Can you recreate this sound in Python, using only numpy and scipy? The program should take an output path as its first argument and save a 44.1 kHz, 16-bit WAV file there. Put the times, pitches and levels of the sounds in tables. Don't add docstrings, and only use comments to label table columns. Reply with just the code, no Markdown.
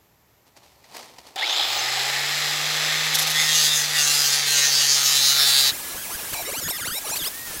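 import sys
import numpy as np
from scipy import signal
from scipy.fft import rfft, irfft, next_fast_len
from scipy.io import wavfile
from scipy.ndimage import uniform_filter1d, map_coordinates

SR = 44100
rng = np.random.default_rng(int(sys.argv[2]) if len(sys.argv) > 2 else 0)


def output_pcm(signal):
    pcm = np.clip(np.atleast_2d(signal).T, -1, 1) * 32767
    wavfile.write(sys.argv[1], SR, np.round(pcm).astype(np.int16))


N = 335160
T = np.arange(N) / SR
SWITCH_ON_S, LAPSE_START_S = 1.358, 5.712
FREE_SPEED_HZ, MOTOR_LAG_S = 157, .48

# start_s, length_s, rasp_db, grit_db
STROKES = [(3.372, .14, -27, -30.5), (3.515, 0.2, -24.5, -26), (3.73, .1, -29.5, -27.5),
           (3.954, 0.23, -25, -26.5), (4.17, 0.22, -25.5, -28.5), (4.454, 0.24, -24, -30),
           (4.71, 0.32, -24.5, -29), (5.03, 0.31, -26.5, -25.5), (5.35, 0.38, -25, -26)]
# pitch_hz, level_db
RASP_COLOUR = [(80, -80), (250, -34), (450, -18), (900, -17.5), (1500, -3.5), (2200, -10.5), (2700, 0),
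               (3600, -3), (4600, 7), (5600, 2.5), (7200, -3), (8500, -11), (16000, -43)]
GRIT_COLOUR = [(3000, -50), (7000, 7.5), (8000, 0), (10500, 1), (12500, -2.5), (16000, -6.5)]
# pitch_hz, width_hz, level_db
SLAB_RING = [(1876, 240, 0)]
DISC_RING = [(3564, 290, 0)]
PAD_RING = [(6330, 370, 0)]

def grinding(turns, throb_db=2.5, resting_ring_db=-36.5):
    rasp_gain, grit_gain = amp(-32), amp(-35.5)
    for start, length, rasp_db, grit_db in STROKES:
        press = held(start, length, attack_s=.068, release_s=.091)
        rasp_gain = np.hypot(rasp_gain, amp(rasp_db) * press)
        grit_gain = np.hypot(grit_gain, amp(grit_db) * press)
    throb = unit(amp(throb_db * np.sin(2 * np.pi * turns) + .98 * wobble(250) + .77 * wobble(20)))
    loose = .3 - .1 * after(4.2, .8)

    def rub(random_share):
        return throb * patchy(turning_noise(turns, renew_hz=12) + random_share * noise())

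    rasp = amp(2) * rasp_gain * coloured(rub(loose), RASP_COLOUR)
    grit = grit_gain * coloured(rub(2 * loose), GRIT_COLOUR)
    slab = amp(-8.5) * ring_gain("slab", resting_ring_db) * ringing(rub(loose), SLAB_RING)
    disc = amp(-4.5) * ring_gain("disc", resting_ring_db) * ringing(rub(loose), DISC_RING)
    pad = amp(-3) * ring_gain("pad", resting_ring_db) * ringing(rub(2 * loose), PAD_RING)
    return (rasp + grit + slab + disc + pad) * after(3.3, .064)


# part, peak_s, spread_s, level_db
RING_SWELLS = [("case", 1.57, 0.087, -21), ("rim", 2.18, 0.047, -36), ("rim", 2.945, 0.092, -35.5),
               ("slab", 3.41, 0.044, -19), ("slab", 3.62, 0.083, -27), ("slab", 3.96, 0.032, -19),
               ("slab", 3.8, .02, -25), ("slab", 4.47, 0.034, -24), ("slab", 4.62, 0.037, -21.5),
               ("disc", 3.4, 0.027, -25), ("disc", 3.57, 0.075, -18.5), ("disc", 3.76, 0.037, -27),
               ("disc", 4.04, .05, -35), ("disc", 4.8, .04, -31), ("disc", 5.57, 0.11, -23),
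               ("pad", 3.57, 0.043, -22), ("pad", 3.78, .03, -22), ("pad", 4.05, 0.026, -21.5),
               ("pad", 4.33, 0.065, -28), ("pad", 4.61, 0.093, -21.5), ("pad", 4.92, 0.086, -20.5),
               ("pad", 5.07, .025, -20), ("pad", 5.24, .07, -23)]

def ring_gain(part, resting_db):
    swells = sum(amp(db) * swell(s, spread) for name, s, spread, db in RING_SWELLS if name == part)
    return amp(resting_db) + swells


# pitch_hz, level_db
GEAR_COLOUR = [(120, -42), (210, -36), (300, -10.5), (490, -6.5), (840, -1), (1020, -7.5), (1250, -3.5),
               (1500, -3.5), (2400, -3), (3500, 1), (5200, -1), (5700, -9), (7600, -4.5)]
FAN_COLOUR = [(20, -26), (60, -20), (150, -8), (400, -10.5), (7000, 5), (9000, -2), (11500, 1),
              (16000, -6.5)]
# pitch_hz, width_hz, level_db
GUARD_RING = [(1228, 160, -6), (2455, 420, -4.5), (4100, 320, -1.5), (5000, 380, -3.5)]
RIM_RING = [(1913, 335, 0)]
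CASE_RING = [(3520, 450, 0)]
HOUSING_RING = [(808, 68, 0)]

def motor(turns, speed, loaded_db=-4, flutter_db=1.5):
    build_db = -8 * (1 - after(SWITCH_ON_S, .11))
    gear_db = -24 + build_db + .66 * wobble(12)
    housing_db = -36 - 9 * after(1.96, .34) + flutter_db * wobble(18)
    case_gain = ring_gain("case", -27.2 + 3.7 * after(2.35, .6)) * amp(build_db + flutter_db * wobble(12))
    fan_db = -32 + .11 * (speed - FREE_SPEED_HZ)
    starting = 1 - after(1.346, .3)
    rattle = unit(amp((2 + 3.5 * starting) * np.tanh(wobble(600))))
    repeating = .39 * turning_noise(turns, renew_hz=7)

    def clatter():
        return (noise() + repeating) * rattle

    teeth = unit(filtered(clatter(), lambda hz: gain_at(GEAR_COLOUR, hz) * treble_cut(hz, 7800, 400, -12, 4)))
    soft_teeth = filtered(teeth, lambda hz: treble_cut(hz, 3500, 2000, -6, 3))
    slow = 1 - after(1.43, .4)
    body = amp(gear_db - 3.5) * (slow * soft_teeth + (1 - slow) * teeth)
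    body += amp(gear_db - 7) * after(1.17, .61) * ringing(clatter(), GUARD_RING)
    body += ring_gain("rim", -32.5) * after(1.51, .41) * ringing(clatter(), RIM_RING)
    body += case_gain * amp(-8.5 + 6.4 * starting) * ringing(noise() * rattle, CASE_RING)
    body += amp(housing_db) * ringing(noise() * rattle, HOUSING_RING)
    body *= amp(loaded_db * after(3.32, .24))
    fan = amp(fan_db) * coloured(noise() * rattle, FAN_COLOUR)
    hum = pad_hum(turns, speed) * after(1.52, .09)
    return (body + fan + hum) * after(SWITCH_ON_S, .0034)


def pad_hum(turns, speed):
    return amp(-41 + .35 * (speed - FREE_SPEED_HZ)) * np.sqrt(2) * np.sin(2 * np.pi * turns)


# time_s, turns_per_s
WORK_SPEED = [(3.34, 155.6), (3.55, 154.4), (3.7, 151.4), (3.78, 148.5), (3.97, 149), (4.02, 147),
              (4.17, 145.6), (4.3, 142.2), (4.48, 142.8), (5.22, 138.5), (5.43, 138.9), (5.51, 138.1),
              (5.69, 134.7)]

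def spindle_speed(kick_hz=70, kick_s=.08):
    age = np.maximum(T - SWITCH_ON_S, 0)
    kick = kick_hz * (1 - np.exp(-age / kick_s))
    climb = (FREE_SPEED_HZ - kick_hz) * (1 - np.exp(-age / MOTOR_LAG_S))
    return uniform_filter1d(np.clip(kick + climb, 1, over_time(WORK_SPEED)), size=1500)


# pitch_hz, level_db
SIZZLE_COLOUR = [(5000, -42), (9000, -8), (12500, -6), (15000, 0), (16000, -4)]

def squeal(turns, speed, start_s=4.8, centre_hz=3950, sweep_hz=950):
    in_turn = turns % 1
    cycles = (centre_hz * in_turn + sweep_hz * (in_turn ** 2 - in_turn) / 2) / speed
    chirp = np.sin(np.pi * in_turn) * np.sin(2 * np.pi * cycles + .3 * wobble(200))
    sizzle = amp(-12) * coloured(turning_noise(turns, renew_hz=18), SIZZLE_COLOUR)
    level_db = -39.5 + 18 * after(start_s, .47) + .67 * wobble(40)
    return amp(level_db) * (unit(chirp) + sizzle) * after(start_s, .05)


# start_s, length_s, drag_turns_per_s, whistle_db
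PUSHES = [(5.7, .06, 7.5, -38), (5.932, 0.098, 4.5, -47), (6.095, .06, 5, -33.5), (6.24, .08, 16, -40),
          (6.322, .022, -2, -28), (6.346, .077, 5.5, -31.5), (6.422, .025, -7, -48),
          (6.446, .056, 1, -31.5), (6.503, 0.094, 8.7, -30.5), (6.61, .069, 3.4, -29.5),
          (6.678, .034, 15.5, -25.5), (6.711, .062, 9, -31.5), (6.775, 0.061, 1.6, -32),
          (6.837, .05, 11, -28.5), (6.895, 0.092, 11, -29), (7.04, .043, -.5, -32),
          (7.082, 0.063, 9.5, -28), (7.15, .024, 22.5, -26.5), (7.181, 0.056, 7, -30),
          (7.234, 0.054, 17.5, -26.5)]

def pushes(edge_s=.00985, fade_s=.0069, swell_db=3.5):
    contact = 1 - held(7.285, .185, edge_s, edge_s)
    drag, bite = 15 * contact, amp(-40.5)
    for start, length, push_drag, db in PUSHES:
        drag += push_drag * held(start, length, edge_s, edge_s)
        whistling = after(start, edge_s) * np.exp(-np.maximum(T - start - length, 0) / fade_s)
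        bite = np.hypot(bite, whistling * amp(db + swell_db * (after(start, length) - .5)))
    return contact, drag, bite


# cycles_per_turn, level_db
PAD_OVERTONES = [(20, -11), (21, -9), (22, 0), (23, -2), (24, -3), (25, 0), (26, -4), (27, -2), (28, 2),
                 (29, -2), (30, -6), (31, -10), (35, -15)]
# time_s, level_db
HISS_LEVELS = [(5.72, -31.5), (6.3, -32), (6.7, -36.5), (7.3, -32), (7.6, -32)]
# pitch_hz, level_db
HISS_COLOUR = [(20, -2.2), (700, -2.6), (2000, -2.1), (6000, -1.3), (11000, 0.52), (16000, 1)]

def time_lapse(speed_up=12, fold_hz=48000, tremor_hz=.8):
    contact, drag, bite = pushes()
    lag = np.exp(-speed_up / (MOTOR_LAG_S * SR))
    speed = FREE_SPEED_HZ - signal.lfilter([1 - lag], [1, -lag], drag + tremor_hz * wobble(70))
    turns = np.cumsum(speed) * speed_up / SR
    late = T > LAPSE_START_S - .1
    t = T[late]

    def folded(order, fold):
        return np.sin(2 * np.pi * (order * turns[late] - fold * fold_hz * t) + .75 * wobble(300, t))

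    multiples, levels = np.transpose(PAD_OVERTONES)
    orders = range(int(multiples[0]), int(multiples[-1]) + 1)
    order_db = np.interp(orders, multiples, levels)
    gains = np.array([amp(db + 3 * wobble(90, t) + 2 * wobble(20, t)) for db in order_db])
    gains /= np.linalg.norm(gains, axis=0)
    whistles, chirps = np.zeros(N), np.zeros(N)
    whistles[late] = unit(sum(gain * folded(k, 1) for gain, k in zip(gains, orders)))
    chirps[late] = unit(sum(amp(5 * wobble(45, t)) * folded(k, 2) for k in range(48, 58)))
    hiss = amp(over_time(HISS_LEVELS) + .8 * wobble(60)) * coloured(noise(), HISS_COLOUR)
    return hiss + contact * (bite * whistles + amp(-41) * chirps) + amp(-2) * pad_hum(turns, speed)


# cycles_per_turn, level_db
RUNNING_WHINES = [(2, -59.5), (3.15, -50.5), (12.6, -46), (22.6, -36.5), (27.8, -40), (39.4, -35.5)]
# cycles_per_turn, peak_s, spread_s, level_db, roughness_rad
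SPIN_UP_WHINES = [(37.5, 1.435, 0.011, -20, 0.87), (39.3, 1.66, 0.085, -36, 1.8),
                  (75.8, 1.515, 0.06, -33.5, 2.9), (51.5, 1.795, .008, -26, .5), (130, 1.83, 0.16, -39, .6)]

def whines(turns):
    def tone(multiple, roughness):
        return np.sin(2 * np.pi * multiple * turns + roughness * wobble(300))

    running = sum(amp(db) * tone(k, k / 20) for k, db in RUNNING_WHINES) * after(1.8, .94)
    flares = sum(amp(db) * swell(s, spread) * tone(k, rough) for k, s, spread, db, rough in SPIN_UP_WHINES)
    return (running + flares) * after(SWITCH_ON_S, .031)


# peak_s, level_db, spread_s
SKIPS = [(3.154, -17, 0.007), (3.195, -19, 0.0076), (3.225, -22.5, 0.0089), (3.277, -24.5, 0.007),
         (3.311, -24.5, 0.01)]

def skips(turns):
    touch = sum(amp(db) * swell(s, spread) for s, db, spread in SKIPS)
    scratch_colour = [(1000, -34), (2700, -21), (3500, 3), (4400, -6),  # pitch_hz, level_db
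                      (5700, -.5), (8500, -8.5), (12000, -5), (16000, -19)]
    throb = unit(amp(2.8 * np.sin(2 * np.pi * turns)))
    return touch * throb * coloured(noise(), scratch_colour)


# peak_s, level_db, rise_s
BRUSHES = [(.47, -56.5, 0.0082), (.57, -46, .004), (.64, -53.5, 0.043), (.848, -57, .008),
           (.965, -40, 0.039), (1.186, -44.5, 0.0029), (1.268, -47, 0.019)]
# pitch_hz, level_db
CLOTH_COLOUR = [(47, -48), (80, -19), (289, -1), (378, -1.5), (917, 3), (1490, -10), (1900, -5.5),
                (3540, -6.5), (4520, -4.5), (13700, -19.5), (16000, -28)]

def gloves(fall_ratio=3.24):
    brush = sum(amp(db) * np.exp(-np.maximum(s - T, (T - s) / fall_ratio) / rise) for s, db, rise in BRUSHES)
    return brush * coloured(noise() * amp(2.3 * wobble(600)), CLOTH_COLOUR)


# start_s, level_db, brightness_db
CLICKS = [(0.565, -42, -12), (0.842, -41, -8), (0.948, -32, 4), (0.968, -29, 11), (1.028, -32.5, -6),
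          (1.184, -33, -9), (1.359, -21.5, 5), (1.386, -24, -18)]
# pitch_hz, level_db
KNOCK_COLOUR = [(100, -14), (300, -15), (800, -3.5), (1200, -25), (2000, 9), (3000, -10), (4200, 11),
                (8000, 1), (16000, -35)]

def clicks(knock_s=.045, tick_s=.018):
    knocks, ticks = np.zeros(N), np.zeros(N)
    for start, db, bright_db in CLICKS:
        first = round(start * SR)
        age = T[:N - first]
        knocks[first:] += amp(db - 10 - 60 * age / knock_s)
        ticks[first:] += amp(db + bright_db - 14 - 60 * age / tick_s)
    body = coloured(noise(), KNOCK_COLOUR) + amp(-1) * ringing(noise(), HOUSING_RING + RIM_RING)
    return knocks * body + ticks * noise()


# pitch_hz, level_db
YARD_COLOUR = [(15, -40), (25, -25), (70, -8), (97, -10), (127, -8.5), (223, -16.5), (911, -16.5),
               (1610, -24.5), (1790, -20.5), (2840, -26.5), (7710, -28.5), (8360, -37), (14000, -24),
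               (16000, -41)]

def yard():
    return amp(-60.5 + .36 * wobble(6)) * coloured(noise(), YARD_COLOUR)


def turning_noise(turns, renew_hz, size=512):
    patterns = rng.standard_normal((int(N * renew_hz / SR) + 3, size // 2))
    patterns = signal.resample(patterns, size, axis=1)
    return unit(map_coordinates(patterns, [T * renew_hz, turns * size], order=2, mode="grid-wrap"))


def patchy(x, depth_db=2.5):
    bands = signal.stft(x, nperseg=512)[2]
    patches = uniform_filter1d(rng.standard_normal(bands.shape), size=5, axis=0)
    patches = uniform_filter1d(patches, size=14, axis=1)
    return unit(signal.istft(bands * amp(depth_db * unit(patches)), nperseg=512)[1][:N])


def amp(db):
    return 10 ** (np.asarray(db) / 20)


def unit(x):
    return x / np.sqrt(np.mean(x ** 2) + 1e-20)


def noise():
    return rng.standard_normal(N)


def wobble(rate_hz, t=T):
    coarse = t[::16]
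    points = rng.standard_normal(int(N * rate_hz / SR) + 4)
    return unit(np.interp(t, coarse, map_coordinates(points, [coarse * rate_hz], order=2)))


def after(start_s, rise_s):
    return np.clip((T - start_s) / rise_s, 0, 1)


def held(start_s, length_s, attack_s, release_s):
    rise = after(start_s - attack_s / 2, attack_s)
    return rise * (1 - after(start_s + length_s - release_s / 2, release_s))


def swell(peak_s, spread_s):
    return np.exp(-.5 * np.clip((T - peak_s) / spread_s, -10, 10) ** 2)


def over_time(rows):
    return np.interp(T, *np.transpose(rows))


def gain_at(colour, hz):
    pitches, levels = np.transpose(colour)
    return amp(np.interp(np.log(hz + 1), np.log(pitches + 1), levels))


def treble_cut(hz, from_hz, step_hz, step_db, steps):
    return amp(step_db * np.clip((hz - from_hz) / step_hz, 0, steps))


def filtered(x, response):
    size = next_fast_len(len(x) + 8192, True)
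    return irfft(rfft(x, size) * response(np.fft.rfftfreq(size, 1 / SR)), size)[:len(x)]


def coloured(x, colour):
    return unit(filtered(x, lambda hz: gain_at(colour, hz)))


def ringing(x, rings):
    def peak(hz, pitch, width):
        return (2j * hz * width / (pitch ** 2 - hz ** 2 + 2j * hz * width)) ** 2

    return unit(filtered(x, lambda hz: sum(amp(db) * peak(hz, pitch, width) for pitch, width, db in rings)))


def scene():
    speed = spindle_speed()
    turns = np.cumsum(speed) / SR
    work = motor(turns, speed) + whines(turns) + grinding(turns) + skips(turns) + squeal(turns, speed)
    crossfade = after(LAPSE_START_S - .014, .019)
    mono = yard() + gloves() + clicks() + (1 - crossfade) * work + crossfade * time_lapse()
    return np.array([mono, mono])


def record(dry, top_hz=15850):
    return np.array([filtered(channel, lambda hz: hz < top_hz) for channel in dry])


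dry = scene()
out = record(dry)
output_pcm(out)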